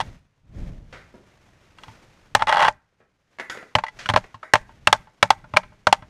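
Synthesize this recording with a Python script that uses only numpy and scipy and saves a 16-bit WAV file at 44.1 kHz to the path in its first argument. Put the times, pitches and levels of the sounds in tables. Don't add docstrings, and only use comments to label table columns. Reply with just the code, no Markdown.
import sys
import numpy as np
from scipy import signal
from scipy.fft import rfft, irfft
from scipy.io import wavfile

SR = 44100
rng = np.random.default_rng(int(sys.argv[2]) if len(sys.argv) > 2 else 0)


def to_wav(s):
    ch = np.atleast_2d(s).T
    pcm = np.round(np.clip(ch, -1, 1) * 32767)
    wavfile.write(sys.argv[1], SR, pcm.astype(np.int16))


N = 268569
TIME = np.arange(N) / SR
AGE = TIME[:SR // 2]

# (time [s], level [dB], place [0 heel to 1 toe], brightness [dB/octave],
# shaft thump send [dB], accent pitch [Hz], accent send [dB])
HITS = [(0.0015, -15, 1, 1.5, -15.5, 780, 3), (0.0095, -21, 0.75, 3.5, -22, 950, -3),
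        (1.784, -45.5, 0.3, 6.5, -8, 950, 0), (1.834, -37, 0.6, 6, -6, 906, -4),
        (1.881, -39.5, 0.95, 0, 24, 1004, -6), (2.3496, 5.5, 0.65, 2.5, -8, 1487, -5.5),
        (2.4208, -7, 0.94, -2.5, -4.5, 1440, 1), (2.682, -2.5, 0.93, -2, -11, 1096, -6),
        (3.7519, 2, 0.55, -1, 2, 3040, -5.5), (3.785, -12.5, 0.71, -2.5, -0.5, 920, -5.5),
        (3.8371, -18.5, 0.99, -1, -28, 950, 3), (3.865, -34, 0.6, 1.5, 1, 2010, 9),
        (3.882, -33.5, 0.74, 3.5, -21.5, 1970, 9), (4.058, -29.5, 0, 8.5, 9.5, 1460, 10),
        (4.089, -8, 0.62, 2, 4.5, 3140, -1.5), (4.098, -7.5, 0.56, 1, 10, 1100, -7),
        (4.137, -6.5, 0.38, -3, 10, 950, -12), (4.1609, 2.5, 0.5, -3.5, -2.5, 936, -2),
        (4.172, -15, 0, 1, -2.5, 621, 4), (4.343, -37.5, 0.83, 1, 20.5, 1090, 8.5),
        (4.4287, -32, 0.5, -6, -16.5, 1306, 5), (4.536, 8.5, 0.55, 1, -8, 1160, -13),
        (4.554, -4, 0.48, -1, -16, 850, -4), (4.692, -43.5, 0.83, -4.5, 5, 976, 0),
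        (4.872, 2, 0.36, 3.5, -3, 2670, 1), (4.927, 6, 0.68, 3.5, -13, 1310, -9.5),
        (5.071, -46.5, 0.76, -4.5, 3, 900, -7), (5.227, 5.5, 0.29, 2.5, -7, 2282, -3),
        (5.3041, 1, 0.69, 4.5, -13, 827, 7), (5.441, -40.5, 0.67, -7, 18.5, 1423, 2.5),
        (5.537, -16.5, 0.58, -7, 14.5, 1344, -13.5), (5.564, -9, 0.22, -1, -19, 913, -0.5),
        (5.569, 0, 0, 3.5, -13, 2313, 2), (5.632, -35.5, 0.5, -2.5, -5, 1350, -21),
        (5.72, -50.5, 0.5, -8.5, 12.5, 912, -0.5), (5.8694, 2.5, 0.19, -0.5, -4, 1185, 0),
        (5.9263, 1, 0.73, 4.5, -19, 813, 6.5), (6.022, -37, 0.42, -3.5, 19.5, 1410, -11)]
def dribble(accent_t60=0.022, rebounds=3, first_gap_s=0.011, gap_shrink=0.8, gap_scatter=0.28):
    blade, shaft = np.zeros(N), np.zeros(N)
    jitters = rng.uniform(-1.1, 1, (len(HITS), rebounds))
    for (s, db, place, bright_db, thump_db, accent_hz, accent_db), jitter in zip(HITS, jitters):
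        ring = 0.73 * 2 ** (-db / 25.5)
        accent = amp(accent_db) * mode(accent_hz, accent_t60 * ring)
        add(blade, s, amp(db) * (clack(place, bright_db, ring) + accent))
        add(shaft, s, amp(db + thump_db) * shaft_flex(place))
        rebound = clack(place=0.85, bright_db=bright_db - 11.5, ring=0.81)
        gaps = first_gap_s * gap_shrink ** np.arange(rebounds) * (1 + gap_scatter * jitter)
        for k, delay in enumerate(np.cumsum(gaps)):
            add(blade, s + delay, amp(db - 21.5 - 6 * k) * rebound)
    return low_cut(blade) + low_cut(shaft, hz=61)


# (pitch [Hz], heel level [dB], toe
# level [dB], base t60 [s])
CLACK_MODES = [(610.6, -9, -21.5, 0.065), (830, -33, -9, 0.01), (838, -25.5, -19.5, 0.062),
               (884.4, -22, -1, 0.042), (1013, -6, -9, 0.03), (1318, -0.5, -13, 0.02),
               (1568, -4, -16.5, 0.022), (1964, -14.5, -10.5, 0.02), (2410, -9.5, -25, 0.014),
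               (2877, -8, -11, 0.011), (3324, -20, -13, 0.02), (4330, -27.5, -23, 0.0088),
               (5640, -41.5, -30.5, 0.02)]
# (frequency [Hz], level [dB])
CRACK_EQ = [(150, -16.5), (400, -16.5), (800, -4), (1500, 7.5), (3200, -2.5), (4200, -3.5), (6500, -14),
            (7500, -18.5), (9000, -17), (11000, -32), (15000, -36.5)]
# (frequency [Hz], level [dB])
BUZZ_EQ = [(150, -7.5), (380, -18), (700, -4.5), (1200, -6.5), (2100, -5), (3200, -8.5), (4500, -11),
           (6500, -11), (10000, -24.5), (14000, -46.5)]
def clack(place, bright_db, ring, crack_t60=0.048, crack_db=-10, rise_s=0.00055):
    tone = sum(amp(heel_db + place * (toe_db - heel_db)) * tilt(hz, bright_db) * mode(hz, t60 * ring)
               for hz, heel_db, toe_db, t60 in CLACK_MODES)
    burst = amp(crack_db) * noise(CRACK_EQ, len(AGE), bright_db)
    body = signal.sosfiltfilt(signal.butter(2, 3800, fs=SR, output="sos"), burst)
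    treble = amp(2) * (burst - body)
    crack = body * fade(crack_t60 * ring) + treble * fade(0.65 * crack_t60 * ring)
    buzz = amp(-35) * fade(t60=0.11) * chatter(len(AGE)) * noise(BUZZ_EQ, len(AGE), slope_db=-0.4)
    return amp(4) * tone + attack(rise_s) * (crack + buzz)


# (pitch [Hz], heel level [dB], toe level [dB], t60 [s])
SHAFT_MODES = [(64, -40, -39, 0.1), (109.7, -22, -20.5, 0.11), (147, -25, -28, 0.093),
               (184.4, -21.5, -42.5, .16), (244, -29.5, -28.5, 0.087)]
def shaft_flex(place):
    return sum(amp(heel_db + place * (toe_db - heel_db)) * mode(hz, t60)
               for hz, heel_db, toe_db, t60 in SHAFT_MODES)


# (start [s], end [s], level [dB])
PUSHES = [(2.393, 2.421, -25), (2.471, 2.679, -15)]
# (time [s], level [dB])
HARD_CATCHES = [(2.4705, -18.5), (2.4928, -11.5), (2.5255, -10.5), (2.6054, -15.5), (2.6242, -8.5),
                (2.651, -13.5)]
# (frequency [Hz], level [dB])
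RASP_EQ = [(88, -54.5), (150, -3), (371, -31.5), (649, -25), (742, -30), (850, -29.5), (1160, 3.5),
           (1380, -6.5), (2020, -5.5), (2360, -34), (3030, -24), (4210, -27), (5510, -54), (8410, -47.5),
           (15000, -55)]
def drag(slips_per_s=170, slip_scatter_db=4, snap_back_s=0.0055, snap_back_db=-6):
    pressure = sum(amp(db) * held(start, end, rise_db_per_s=8997.5, fall_db_per_s=1499.5)
                   for start, end, db in PUSHES)
    rasp = amp(-14) * pressure * chatter(N) * noise(RASP_EQ, N)
    ticks = [clack(place, bright_db=-1.5, ring=1.87, crack_t60=0.0096, crack_db=-3)
             for place in np.linspace(0.65, 1, 6)]
    judder = np.zeros(N)
    for start, end, db in PUSHES:
        s = start
        for gap, size, which in rng.random((80, 3)):
            if s < end:
                slip_db = db + 1 + slip_scatter_db * (2 * size - 1.5)
                add(judder, s, amp(slip_db) * ticks[int(which * len(ticks))])
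            s += 2 * gap / slips_per_s
    for s, db in HARD_CATCHES:
        for delay, snap_db in (0, 0), (snap_back_s, snap_back_db):
            catch = clack(place=0.7, bright_db=-2.5, ring=0.96, crack_t60=0.017, crack_db=-1)
            add(judder, s + delay, amp(db + snap_db + 3) * catch)
    return rasp + low_cut(judder)


# (time [s], level [dB], brightness [dB/octave], t60 [s], room send [dB])
LIGHT_KNOCKS = [(0.926, -39.5, -3.5, 0.34, -3), (1.141, -41, -18, 0.062, 8.5), (2.925, -62, -9, 0.038, -2),
                (3.003, -56, -8, 0.17, 0.5), (3.386, -33, -5, .04, 7.5), (3.397, -25.5, -3.5, 0.067, -2.5),
                (3.498, -22, -0.5, 0.033, 4.5), (3.55, -36, -8.5, 0.056, -17.5),
                (3.573, -31.5, -5, 0.033, 4.5), (3.627, -35.5, -8, 0.05, -10), (3.989, -36, 0.5, 0.36, -26),
                (4.24, -37.5, -5.5, 0.065, -7), (4.432, -34.5, -4.5, 0.02, 7.5)]
# (frequency [Hz], level [dB])
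KNOCK_EQ = [(80, -16), (350, -4.5), (600, -0.5), (900, -5.5), (1300, 1.5), (2000, 4), (2600, -1),
            (5000, -7.5), (6500, -11), (10000, -25.5), (15000, -44.5)]
def knocks(ping_hz=1875, ping_t60=0.049):
    direct, send = np.zeros(N), np.zeros(N)
    for s, db, bright_db, t60, send_db in LIGHT_KNOCKS:
        knock = amp(db) * attack(rise_s=0.0004) * fade(t60) * noise(KNOCK_EQ, len(AGE), bright_db)
        ping = amp(db - 4) * tilt(ping_hz, bright_db) * mode(ping_hz, ping_t60)
        add(direct, s, knock + ping)
        add(send, s, amp(send_db) * knock)
    return direct, send


# (frequency [Hz], level [dB])
ROOM_EQ = [(100, 0), (500, 0.5), (1000, -0.5), (2100, 5), (3000, -6), (6500, -3), (12000, 10)]
def room(send, t60=0.36):
    tail = noise(ROOM_EQ, len(AGE)) * fade(t60) * attack(rise_s=0.0047)
    return signal.fftconvolve(send, tail / np.linalg.norm(tail))[:N]


# (start [s], end [s], rumble [dB], rustle [dB], release [dB/s])
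SWINGS = [(0, .1, -39.5, -52, 152), (.59, .66, -34, -54.5, 62), (0.914, 2.3, -58.5, -61, 97.5),
          (1.828, 1.93, -58.5, -53.5, 48), (2.376, 2.71, -48, -68, 217), (3.327, 6.089, -73, -66, 106),
          (3.52, 3.58, -72.5, -57.5, 56), (3.975, 4.2, -52.5, -54, 71.5), (4.66, 5.028, -52.5, -62.5, 155),
          (5.32, 5.694, -51.5, -64.5, 66), (5.98, 6.09, -52, -71, 100)]
# (frequency [Hz], level [dB])
HANDLING_EQ = [(20, -13), (60, -2), (110, 3), (180, -3.5), (260, -10), (450, -23), (900, -34)]
# (frequency [Hz], level [dB])
WIND_EQ = [(12, -34.5), (20, 9), (60, 1.5), (102, -6.5), (148, -8.5), (429, -24.5), (605, -19),
           (1200, -58.5), (1560, -77.5), (2640, -120)]
# (frequency [Hz], level [dB])
RUSTLE_EQ = [(200, 4.5), (500, 3.5), (1000, 0.5), (2100, -1), (3000, -5.5), (4500, -10), (6500, -11.5),
             (8000, -18), (12000, -25), (15000, -34.5)]
def swing(recoil_delay_s=0.08, recoil_width_s=0.012, gust_pivot_db=-36, gust_growth=1.3):
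    rumble_gain, rustle_gain = amp(-71), amp(-74)
    for start, end, rumble_db, rustle_db, fall_db_per_s in SWINGS:
        speed = held(start, end, rise_db_per_s=169, fall_db_per_s=fall_db_per_s)
        rumble_gain = np.hypot(rumble_gain, amp(rumble_db) * speed)
        rustle_gain = np.hypot(rustle_gain, amp(rustle_db) * speed)
    recoil = np.zeros(N)
    jolt = np.exp(-0.5 * ((AGE - recoil_delay_s) / recoil_width_s) ** 2)
    for s, db, *_ in HITS:
        add(recoil, s, amp(db) * jolt)
    handling = amp(-3) * rumble_gain * noise(HANDLING_EQ, N)
    gust = amp(gust_pivot_db) * (rumble_gain / amp(gust_pivot_db)) ** gust_growth
    wind = np.hypot(gust, amp(-52.5) * recoil) * noise(WIND_EQ, N)
    grain = amp(1.5 * noise([(5, 7), (60, -4.5), (200, -12.5)], N))
    rustle = np.hypot(rustle_gain, amp(-67.5) * recoil) * grain * noise(RUSTLE_EQ, N)
    return handling + wind + rustle


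def mode(hz, t60, travel_at_1khz_s=0.0007, contact_s=0.00068):
    t = np.maximum(AGE - travel_at_1khz_s * np.sqrt(1000 / hz), 0)
    envelope = (1 - np.exp(-t / contact_s)) * np.exp(-np.log(1000) * t / t60)
    detune = 1 + 0.015 * rng.standard_normal()
    return envelope * np.sin(2 * np.pi * hz * detune * t)


def low_cut(x, hz=430):
    return signal.sosfilt(signal.butter(2, hz, "high", fs=SR, output="sos"), x)


def noise(eq, size, slope_db=0):
    hz, db = np.transpose(eq)
    f = np.maximum(np.arange(size // 2 + 1) * SR / size, 1)
    curve = amp(np.interp(np.log(f), np.log(hz), db))
    skirts = np.minimum(f / hz[0], 1) * np.minimum(hz[-1] / f, 1) ** 2
    shaped = irfft(rfft(rng.standard_normal(size)) * curve * skirts * tilt(f, slope_db), size)
    return shaped / np.std(shaped)


def chatter(size, depth_db=3.5):
    gain = amp(depth_db * noise([(40, 0), (250, 0), (600, -12)], size))
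    return gain / np.sqrt(np.mean(gain ** 2))


def tilt(hz, slope_db):
    return amp(slope_db * np.log2(np.clip(hz, 500, 6000) / 1000))


def held(start, end, rise_db_per_s, fall_db_per_s):
    return amp(-rise_db_per_s * np.maximum(start - TIME, 0) - fall_db_per_s * np.maximum(TIME - end, 0))


def attack(rise_s):
    return 1 - np.exp(-AGE / rise_s)


def fade(t60):
    return np.exp(-np.log(1000) * AGE / t60)


def amp(db):
    return 10 ** (np.asarray(db) / 20)


def add(track, s, sound):
    i = max(int(s * SR), 0)
    track[i:i + len(sound)] += sound[:N - i]


def scene(stick_send_db=-30):
    stick = dribble() + drag()
    direct_knocks, knock_send = knocks()
    reverb = room(amp(stick_send_db) * stick + knock_send)
    return (stick + direct_knocks + reverb + swing())[None]


def record(dry, high_cut_hz=15300):
    clipped = dry / (1 + dry ** 16) ** (1 / 16)
    return signal.sosfilt(signal.ellip(8, 0.2, 70, high_cut_hz, fs=SR, output="sos"), clipped)


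dry = scene()
out = record(dry)
to_wav(out)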